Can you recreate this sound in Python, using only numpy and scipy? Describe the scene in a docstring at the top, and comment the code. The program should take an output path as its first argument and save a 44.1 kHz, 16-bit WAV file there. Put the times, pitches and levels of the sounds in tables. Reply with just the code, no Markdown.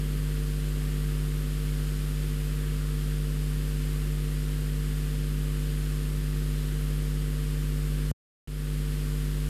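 """Inside an empty wooden nest box, on the camera's own microphone. Up front is mains hum from the
power supply, which gulps current at each crest, over steady electronic hiss. A few faint, high rustles
come from outside the box. Near the end the signal cuts out with a thump, stays silent for a third of
a second, then clicks back in and swells to its former level."""
import sys
import numpy as np
from scipy.fft import rfft, irfft, next_fast_len
from scipy.io import wavfile
from scipy.ndimage import map_coordinates

SR = 44100
rng = np.random.default_rng(int(sys.argv[2]) if len(sys.argv) > 2 else 0)


def inscribe(sig):
    """Save sig as 16-bit PCM at rate SR to the path in sys.argv[1].

    A 1-D sig is mono; a 2-D sig holds one channel per row.
    Samples are clipped to [-1, 1] before scaling.
    """
    pcm = np.round(np.clip(np.atleast_2d(sig).T, -1, 1) * 32767)
    wavfile.write(sys.argv[1], SR, pcm.astype(np.int16))


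N = 418491


def amp(db):
    """Decibels to gain."""
    return 10 ** (np.asarray(db) / 20)


def unit_rms(x):
    """Scale to rms 1."""
    return x / np.sqrt(np.mean(x ** 2) + 1e-20)


def curve_at(points, hz):
    """Read (frequency_hz, value) points on a log frequency axis."""
    knots_hz, values = np.transpose(points)
    return np.interp(np.log(hz + 1), np.log(knots_hz + 1), values)


def clock():
    """The time of each sample in seconds."""
    return np.arange(N) / SR


def wobble(rate_hz):
    """A smooth random curve with rate_hz knots a second."""
    knots = rng.standard_normal(int(N * rate_hz / SR) + 4)
    return map_coordinates(knots, [clock() * rate_hz])


def filtered(x, response):
    """Multiply the spectrum of x by response(hz)."""
    size = next_fast_len(N + SR // 2)
    hz = np.fft.rfftfreq(size, 1 / SR)
    return irfft(rfft(x, size) * response(hz), size)[..., :N]


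def shaped_noise(spectrum):
    """Noise of rms 1, coloured by (frequency_hz, relative_db) points."""
    white = rng.standard_normal(N)
    return unit_rms(filtered(white, lambda hz: amp(curve_at(spectrum, hz))))


def mains_hum(mains_hz=50, crest_s=.0018, lag_corner_hz=300, waver_db=0.3):
    """The supply gulps current at each mains crest: odd harmonics line up into alternating pulses."""
    # Harmonics of the hum: mains_multiple, level_db
    harmonics = [(1, -29.5), (2, -64.5), (3, -32.5), (4, -63), (5, -44.5), (7, -52), (9, -51.5),
                 (11, -62.5), (15, -72), (17, -74.5), (19, -73.5), (21, -77), (23, -72)]
    since_crest = clock() - crest_s
    pulses = np.zeros(N)
    for multiple, level_db in harmonics:
        hz = multiple * mains_hz
        # the upper harmonics lag, so each pulse rises slowly and falls fast
        lag = np.pi / 2 / (1 + (lag_corner_hz / hz) ** 10)
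        pulses += np.sqrt(2) * amp(level_db) * np.cos(2 * np.pi * hz * since_crest - lag)
    return pulses * amp(waver_db * wobble(rate_hz=6))


def electronic_noise(supply_db=-45.0, hiss_db=-46, waver_db=0.27):
    """The supply lays a dull bed of noise under the hum; the microphone adds a wide, bright hiss."""
    # Low noise of the supply: frequency_hz, relative_db
    supply_spectrum = [(10, -11), (30, -3), (60, -1.5), (170, 0.5), (240, -3.5), (300, -5.5), (440, -7.5),
                       (540, -12), (680, -21.5), (1000, -34.5), (2500, -78)]
    # Hiss of the microphone: frequency_hz, relative_db
    hiss_spectrum = [(400, -12.5), (900, -7.5), (1180, -0.5), (1800, 0.5), (2300, -3), (3050, -1),
                     (3900, -5), (4950, -5), (5900, -10), (7200, -7), (9400, -6), (11000, -7),
                     (13600, -7.5), (15000, -25)]
    bed = amp(supply_db) * shaped_noise(supply_spectrum)
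    hiss = amp(hiss_db + waver_db * wobble(rate_hz=4)) * shaped_noise(hiss_spectrum)
    return bed + hiss


def rustles():
    """Rustles outside the box: soft, narrow swells of noise that barely rise out of the hiss."""
    # One swell a row: middle_s, half_length_s, centre_hz, width_hz, level_db
    swells = [(2.64, .1, 1700, 300, -55.5), (2.824, 0.14, 1320, 350, -55), (6.63, .07, 3900, 600, -59)]
    out = np.zeros(N)
    for middle_s, half_length_s, centre_hz, width_hz, level_db in swells:
        white = rng.standard_normal(N)
        band = filtered(white, lambda hz: np.exp(-2 * ((hz - centre_hz) / width_hz) ** 2))
        envelope = np.exp(-((clock() - middle_s) / half_length_s) ** 2)
        out += amp(level_db) * unit_rms(band) * envelope
    return out


def thump(start_s, level_db, ring_hz=75, t60_s=.018, rise_s=.0006):
    """A rounded voltage step that swings through zero and quickly settles."""
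    age = np.maximum(clock() - start_s, 0)
    rise = 1 - np.exp(-age / rise_s)
    decay = amp(level_db - 60 * age / t60_s)
    return rise * decay * np.cos(2 * np.pi * ring_hz * age)


def dropout(x, cut_s=8.1143, resume_s=8.4743, missing_gain=.57, recovery_s=.175):
    """The signal breaks off, then returns at reduced level and recovers; both edges thump."""
    t = clock()
    since_resume = np.maximum(t - resume_s, 0)
    recovery = 1 - missing_gain * np.exp(-since_resume / recovery_s)
    gain = (t < cut_s) + (t > resume_s) * recovery
    return x * gain + thump(cut_s, level_db=-16) - thump(resume_s, level_db=-30)


def scene():
    """Hum, hiss and rustles on one microphone, with slightly different colour and phase per channel."""
    # Colour between the channels: frequency_hz, left_over_right_db
    balance = [(270, 0), (470, -3.3), (780, 0), (1220, -4.8), (1780, 0), (2800, 3), (4000, 3), (5000, 1.2),
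               (6000, 0)]
    # Phase between the channels: frequency_hz, left_lead_rad
    phase_lead = [(170, 0), (350, .33), (620, -.1), (830, 0), (1000, .28), (1500, -.35), (2050, -.19),
                  (2400, 0)]
    mono = mains_hum() + electronic_noise() + rustles()
    split = np.array([[.5], [-.5]])  # half to the left, half the opposite way to the right

    def channel_response(hz):
        return amp(split * curve_at(balance, hz)) * np.exp(1j * split * curve_at(phase_lead, hz))

    return filtered(mono, channel_response)


def record(dry):
    """The camera drops out once and keeps nothing above its band limit."""
    band_limit_hz = 15200
    return filtered(dropout(dry), lambda hz: 1 / np.sqrt(1 + (hz / band_limit_hz) ** 400))


dry = scene()
out = record(dry)
inscribe(out)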